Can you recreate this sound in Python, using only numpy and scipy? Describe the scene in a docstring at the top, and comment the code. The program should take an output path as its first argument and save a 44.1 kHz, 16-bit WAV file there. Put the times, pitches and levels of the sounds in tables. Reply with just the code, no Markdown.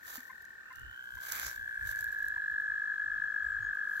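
"""Toads trill at a pond edge over light air: each trill is a train of tone pulses that swells, rises in
pitch and slowly loses pace. A farther chorus sounds from the start; plants rustle and snap close by, the
water plops once, and the first of a few croaky chirps follows. Two near toads join at 0.6 and 1.4 s,
and from 0.8 s air bumps the turning microphone. The plants are loudest near 1.4 s, where grass scrapes.
From 1.6 s a small bird whistles thinly, and the trills run on, echoing from the banks."""
import sys
import numpy as np
from scipy import signal
from scipy.fft import rfft, irfft, next_fast_len
from scipy.io import wavfile
from scipy.ndimage import map_coordinates

SR = 44100
rng = np.random.default_rng(int(sys.argv[2]) if len(sys.argv) > 2 else 0)


def generate_wav(sig):
    """Save sig (samples, or channels by samples) to the path in sys.argv[1] as 16-bit PCM at SR."""
    pcm = np.round(np.clip(np.atleast_2d(sig).T, -1, 1) * 32767).astype(np.int16)
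    wavfile.write(sys.argv[1], SR, pcm)


N = 176400
T = np.arange(N) / SR
SIDES = np.array([[1], [-1]])  # left, right


def amp(db):
    """Decibels to amplitude ratio."""
    return 10 ** (np.asarray(db) / 20)


def unit(x):
    """Normalisation to rms 1."""
    return x / np.sqrt(np.mean(x ** 2) + 1e-20)


def curve(rows):
    """Linear interpolation over time."""
    return np.interp(T, *np.transpose(rows))


def along(points, hz):
    """Interpolation over log frequency."""
    knots_hz, values = np.transpose(points)
    return np.interp(np.log(hz + 1), np.log(knots_hz + 1), values)


def pan(db):
    """Amplitude panning by a left-minus-right level difference."""
    gains = amp(SIDES * db / 2)
    return gains / gains.mean()


def wobble(knots_per_s):
    """Smooth random modulation."""
    return map_coordinates(rng.standard_normal(1024), [T * knots_per_s], mode="wrap")


def filtered(x, response):
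    """Linear filtering: the spectrum times a frequency response."""
    size = next_fast_len(N + SR // 2)
    return irfft(rfft(x, size) * response(np.fft.rfftfreq(size, 1 / SR)), size)[..., :N]


def swells(rows):
    """A sum of Gaussian envelopes."""
    return sum(amp(db) * np.exp(-((T - centre) / half) ** 2) for centre, half, db in rows)


# Likeness of the two channels. Each row: frequency in Hz, left-right correlation.
COHERENCE = [(40, 0), (200, .6), (600, 0.15), (3000, -0.11), (12000, -0.17)]
def rush(spectrum):
    """Partial coherence: independent mid and side noises mix into coloured stereo noise of rms 1."""
    def response(hz):
        angle = np.arccos(np.clip(along(COHERENCE, hz), -1, 1)) / 2
        return amp(along(spectrum, hz)) * [np.cos(angle), np.sin(angle)]
    mid, side = filtered(rng.standard_normal((2, N)), response)
    return unit(np.array([mid + side, mid - side]))


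# Colour of the air. Each row: frequency in Hz, relative level in dB.
AIR_SPECTRUM = [(20, -10), (60, 3), (130, -2), (300, -3.5), (600, -7), (1100, -0.5), (2200, -5.5),
                (3000, -11.5), (4000, -10), (5000, -15), (7500, -13), (9500, -25.5), (14000, -16.5),
                (16000, -28)]
# Strength of the air. Each row: time in seconds, level in dB.
AIR_LEVELS = [(0, -64.5), (1, -64.5), (2.2, -61.5), (4, -61)]
def light_air():
    """Broadband noise under a slowly rising envelope."""
    return rush(AIR_SPECTRUM) * amp(curve(AIR_LEVELS))


def trill(start, rate, rate_change, hz, flat_hz, width_ms):
    """Pulse modulation: envelope and carrier phase of a toad's train of Gaussian tone pulses."""
    jitter_ms, scatter_db, scatter_hz = .18, .6, 5.1  # from pulse to pulse
    rise_s, sag_hz_per_ms = .29, 6.7  # pitch rises over the trill and falls within a pulse
    age = T - start
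    cycles = rate * age + rate_change * age ** 2 / 2
    pulse = np.clip(np.round(cycles), 0, 511).astype(int)
    late, size, tune = rng.standard_normal((512, 3))[pulse].T
    offset_ms = (cycles - pulse) / (rate + rate_change * age) * 1000 - jitter_ms * late
    droop = (1 + rate_change * age / rate) ** .21  # pitch follows the slowing pace
    pitch = hz * droop - flat_hz * np.exp(-np.maximum(age, 0) / rise_s) + scatter_hz * tune
    closing = np.clip(8 * (.5 - abs(cycles - pulse)), 0, 1)  # silence between pulses
    bell = np.exp(-(offset_ms / width_ms) ** 2 / 2)
    envelope = bell * np.sin(closing * np.pi / 2) ** 2 * amp(scatter_db * size)
    return envelope, 2 * np.pi * (pitch - sag_hz_per_ms * offset_ms / 2) * offset_ms / 1000


# Strength of the far chorus. Each row: time in seconds, level in dB.
CHORUS_LEVELS = [(0, -58), (1, -55.5), (2.2, -54.5), (4, -49.5)]
def far_toads(count=5, centre_hz=1558, spread_hz=42.8):
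    """Superposition: trills round the pond, each at its own pace and pitch, merge into a chorus."""
    out = np.zeros((2, N))
    pitches = centre_hz + spread_hz * np.linspace(-1, 1, count)
    for hz, (head_start, pace, side) in zip(pitches, rng.random((count, 3))):
        envelope, phase = trill(-head_start, 42 + 24 * pace, -1, hz, flat_hz=0, width_ms=2.67)
        out += envelope * np.sin(phase - side * SIDES)
    return unit(out) * amp(curve(CHORUS_LEVELS))


# Pace of each trill. Each row: start and end in seconds, pulses per second, change of that rate per second.
TRILL_PACES = [(1.4083, 4.5, 51.9, -1.34), (.6098, 4.5, 62.89, -2.15), (.0077, 1.0, 40.12, -.72),
               (.004, 1.3, 64, -2), (1.958, 4.2, 50.2, -2.7), (1.72, 4.5, 43.5, -1.5)]
# Voices of the same trills. Each row: pitch and starting flatness in Hz, full level in dB, swell time in
# seconds, pulse half-width in ms, 2nd and 3rd harmonics before strain in dB, left minus right in dB.
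TRILL_VOICES = [(1696.5, 20, -27.5, 0.23, 2.97, -78.5, -92.5, 3), (1667, 420, -32, 0.3, 1.63, -63, -94, 5),
                (1798, 4.6, -44, 0.0017, 2.7, -86, -89, 8), (1572, 8.7, -47.5, .005, 2.2, -99, -102, -1),
                (1314, 6.5, -44.5, 0.3, 2.8, -88.5, -78, 0), (1624, 180, -42, 0.05, 3.3, -82, -91.5, 4)]
# The left port hears the toads first. Each row: time in seconds, lead in ms.
LEFT_LEADS = [(0, .41), (1.7, .43), (2.5, .49), (3.3, .535), (4, .535)]
def near_toads(swell_db=23.5, release_s=.079, strain_db=19.5, strain_s=.64, onset_s=.31):
    """Harmonic trills swell, hold and fade; a path difference shifts their phase between the ports."""
    out = np.zeros((2, N))
    lead_s = curve(LEFT_LEADS) / 1000
    for (start, end, rate, rate_change), voice in zip(TRILL_PACES, TRILL_VOICES):
        hz, flat_hz, db, swell_s, width_ms, second_db, third_db, pan_db = voice
        envelope, phase = trill(start, rate, rate_change, hz, flat_hz, width_ms)
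        age = np.maximum(T - start, 0)
        phase = phase + np.pi * hz * lead_s * SIDES
        tone = amp(db - swell_db * np.exp(-age / swell_s)) * np.sin(phase)
        flutter = .3 * wobble(400)  # radians
        second = amp(second_db) * np.sin(2 * phase + flutter)
        third = amp(third_db) * np.sin(3 * phase + flutter)
        # overtones are strongest while a trill is getting started
        strain = amp(strain_db * np.exp(-age / strain_s)) * np.minimum(age / onset_s, 1)
        release = np.clip((end - T) / release_s, 0, 1)
        out += pan(pan_db) * envelope * (tone + strain * (second + third)) * release
    return out


def bank_echo(calls, positions=9, t60_s=.12, db=-11.5):
    """Scattering from the banks: short decaying echoes crossfade as the microphone moves."""
    delay, out = T[:SR // 3], np.zeros((2, N))
    for k in range(positions):
        tail = rng.standard_normal((2, len(delay))) * amp(-60 * delay / t60_s) * (delay > .003)
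        share = np.sqrt(np.clip(1 - abs(T / T[-1] * (positions - 1) - k), 0, 1))
        out += signal.fftconvolve(calls * share, tail / np.linalg.norm(tail[0]), axes=1)[:, :N]
    return amp(db) * out


def plant_noise(unshared_db=-2):
    """Partly correlated white noise: one part common to both ports, one part separate."""
    return unit(rng.standard_normal(N) + amp(unshared_db) * rng.standard_normal((2, N)))


# Strength of the rustle. Each row: time in seconds, level in dB.
RUSTLE_LEVELS = [(0, -72.5), (.04, -62.5), (.08, -48), (.165, -48), (.21, -59.5), (.35, -69.5),
                 (.68, -79.5), (.77, -68), (.87, -74), (1.19, -61.5), (1.245, -48), (1.32, -42),
                 (1.37, -43), (1.475, -42.5), (1.51, -51), (1.62, -63.5), (1.78, -69.5), (1.915, -46),
                 (1.945, -58.5), (2.015, -54.5), (2.07, -61.5), (2.26, -65.5), (2.36, -74), (3.7, -94),
                 (3.95, -61)]
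def rustling_leaves(ticks_per_s=1100, spread_db=2.5, hiss_db=1, flutter_db=1.63):
    """Shot noise: tiny random ticks of leaves merge with a hiss, and the level flutters."""
    sizes = amp(spread_db * np.minimum(rng.exponential(size=N), 3))
    ticks = unit((rng.random(N) < ticks_per_s / SR) * sizes * plant_noise())
    envelope = amp(curve(RUSTLE_LEVELS) + flutter_db * wobble(90))
    return unit(ticks + amp(hiss_db) * plant_noise()) * envelope


# Crushes under the rustle. Each row: centre and half-length in seconds, level in dB.
CRUSH_SWELLS = [(.13, 0.093, -58), (1.385, 0.12, -46), (1.93, 0.22, -60)]
# Their colour. Each row: frequency in Hz, relative level in dB.
CRUSH_SPECTRUM = [(60, -5), (250, -17.5), (500, -16), (900, -11.5), (1500, 2), (2300, 2), (3000, -21.5),
                  (6000, -37)]
def crushed_plants():
    """Amplitude-modulated noise: the plants' dull crush swells and dies away."""
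    return swells(CRUSH_SWELLS) * rush(CRUSH_SPECTRUM)


# Snapping stems. Each row: start in seconds, relative level in dB.
STEM_SNAPS = [(0.08, -43.5), (.170, -37.5), (.422, -47.5), (0.452, -46.5), (0.729, -49.5), (.758, -44.5),
              (0.796, -47), (1.153, -47), (1.3215, -23.5), (1.398, -26.5), (1.448, -35), (1.466, -33),
              (1.469, -36.5), (1.56, -41), (1.959, -40), (1.991, -38), (2.009, -34.5), (2.018, -43.5),
              (2.043, -36.5), (2.057, -46.5), (2.119, -46), (2.128, -43), (2.189, -48.5), (2.229, -44.5),
              (2.255, -48), (2.284, -35.5), (2.512, -53), (2.609, -53.5), (3.75, -51)]
# Snaps are brighter than the rustle. Each row: frequency in Hz, gain in dB.
SNAP_BRIGHTNESS = [(1500, -7.5), (6000, 2.5), (13000, 1.5)]
def snapping_stems(t60_s=.0078, gain_db=-2):
    """Damped transients: each snap is a sudden burst of noise with exponential decay."""
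    envelope = sum(amp(db + gain_db - 60 * np.abs(T - start) / t60_s) * (T >= start)
                   for start, db in STEM_SNAPS)
    return filtered(envelope * plant_noise(), lambda hz: amp(along(SNAP_BRIGHTNESS, hz)))


PLANT_PAN_DB = -5
# Colour of leaves and stems. Each row: frequency in Hz, relative level in dB.
FOLIAGE_SPECTRUM = [(1500, 8), (2300, -27.5), (2900, -6.5), (3600, -4.5), (4300, -6.5), (4900, -6),
                    (5600, -8.5), (6800, -1.5), (8000, -9), (9000, -19), (10200, -8.5), (11700, -2.5),
                    (14000, -2), (15700, -8)]
def foliage(excitation, low_cut_hz=1500, left_lag_s=.0005):
    """Source and filter: rustle and snaps take the plants' colour and reach the left port later."""
    def response(hz):
        colour = unit(amp(along(FOLIAGE_SPECTRUM, hz)) * hz ** 2 / (hz ** 2 + low_cut_hz ** 2))
        return colour * np.exp(-1j * np.pi * hz * left_lag_s * SIDES)
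    return pan(PLANT_PAN_DB) * filtered(excitation, response)


def water_plop(start=.178, hz=251, db=-42, t60_s=.07, attack_s=.004):
    """Damped oscillation: one low, soft ring in the water."""
    age = np.maximum(T - start, 0)
    envelope = amp(db - 60 * age / t60_s) * (1 - np.exp(-age / attack_s))
    return envelope * np.sin(2 * np.pi * hz * age)


# Croaky chirps. Each row: start and length in seconds, top pitch in Hz, level in dB,
# left minus right in dB, roughness in radians.
CHIRP_NOTES = [(0.292, 0.025, 1048, -46, 2, 0.37), (0.701, 0.029, 1044, -48, 1, 0.14),
               (1.168, 0.021, 1010, -54, 4, 0.4), (2.363, 0.02, 1005, -51, 2, 0.85)]
def chirps(arch_hz=72.4, octave_db=-6.5):
    """Random phase modulation makes short arched notes and their octaves hoarse."""
    out = np.zeros((2, N))
    for start, length, hz, db, pan_db, roughness in CHIRP_NOTES:
        arch = np.sin(np.pi * np.clip((T - start) / length, 0, 1))
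        phase = 2 * np.pi * np.cumsum(hz - arch_hz * (1 - arch)) / SR + roughness * wobble(450)
        out += pan(pan_db) * amp(db) * arch * (np.sin(phase) + amp(octave_db) * np.sin(2 * phase))
    return out


# Puffs of air. Each row: centre and half-length in seconds, level in dB.
BUMP_SWELLS = [(.85, 0.065, -51), (1.16, 0.029, -53), (1.47, 0.032, -54.5), (1.61, 0.054, -55),
               (1.86, 0.059, -49.5), (2.02, 0.093, -58), (2.29, 0.12, -62.5), (2.53, 0.027, -57),
               (2.72, .04, -61), (3.15, 0.13, -59.5), (3.47, 0.053, -55), (3.63, 0.076, -50.5)]
# Their colour. Each row: frequency in Hz, relative level in dB.
BUMP_SPECTRUM = [(15, -36.5), (30, -7.5), (55, 0.5), (120, -10), (170, -26.5), (400, -35.5), (1000, -83.5)]
def air_bumps():
    """Pressure fluctuation: air meeting the microphone makes brief low rumbles."""
    return swells(BUMP_SWELLS) * rush(BUMP_SPECTRUM)


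# Grass scrapes. Each row: centre and half-length in seconds, level in dB.
SCRAPE_SWELLS = [(1.466, 0.007, -48.5), (1.455, 0.061, -49.5)]
# Their colour. Each row: frequency in Hz, relative level in dB.
SCRAPE_SPECTRUM = [(2000, -19), (3800, -9.5), (5700, 2), (7000, -0.5), (9000, -26), (15000, -21)]
def scraping_grass():
    """Friction noise: sliding blades of grass hiss briefly in the treble."""
    return pan(PLANT_PAN_DB) * swells(SCRAPE_SWELLS) * rush(SCRAPE_SPECTRUM)


# Thin whistles. Each row: start and length in seconds, first and last pitch in Hz, level in dB.
BIRD_WHISTLES = [(1.614, 0.38, 9050, 7800, -75), (3.4, 0.19, 7720, 7560, -71.5),
                 (3.597, .1, 6810, 6650, -67.5), (3.83, .24, 9450, 9360, -74)]
def bird(waver_hz=88.5):
    """Frequency modulation: each whistle is a pure tone that wavers as it glides down."""
    out = np.zeros(N)
    for start, length, from_hz, to_hz, db in BIRD_WHISTLES:
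        progress = np.clip((T - start) / length, 0, 1)
        hz = from_hz + (to_hz - from_hz) * progress + waver_hz * wobble(400)
        out += amp(db) * np.sin(np.pi * progress) * np.sin(2 * np.pi * np.cumsum(hz) / SR)
    return out


# The toads' balance as the microphone turns. Each row: time in seconds, left minus right in dB.
TOAD_BALANCE = [(0, 4.5), (.7, -5), (1.4, 0), (2.2, -5.1), (2.8, -2), (3.3, 0.5), (4, -1.5)]
def scene():
    """Superposition of air, calls and their echo, plants and water."""
    turn = amp(curve(TOAD_BALANCE) / 2 * SIDES)
    calls = turn * (far_toads() + near_toads()) + chirps() + bird()
    plants = foliage(rustling_leaves() + snapping_stems()) + crushed_plants() + scraping_grass()
    return light_air() + calls + bank_echo(calls) + plants + water_plop() + air_bumps()


def record(dry):
    """Band limiting: an ideal low-pass filter."""
    return filtered(dry, lambda hz: hz < 15800)


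dry = scene()
out = record(dry)
generate_wav(out)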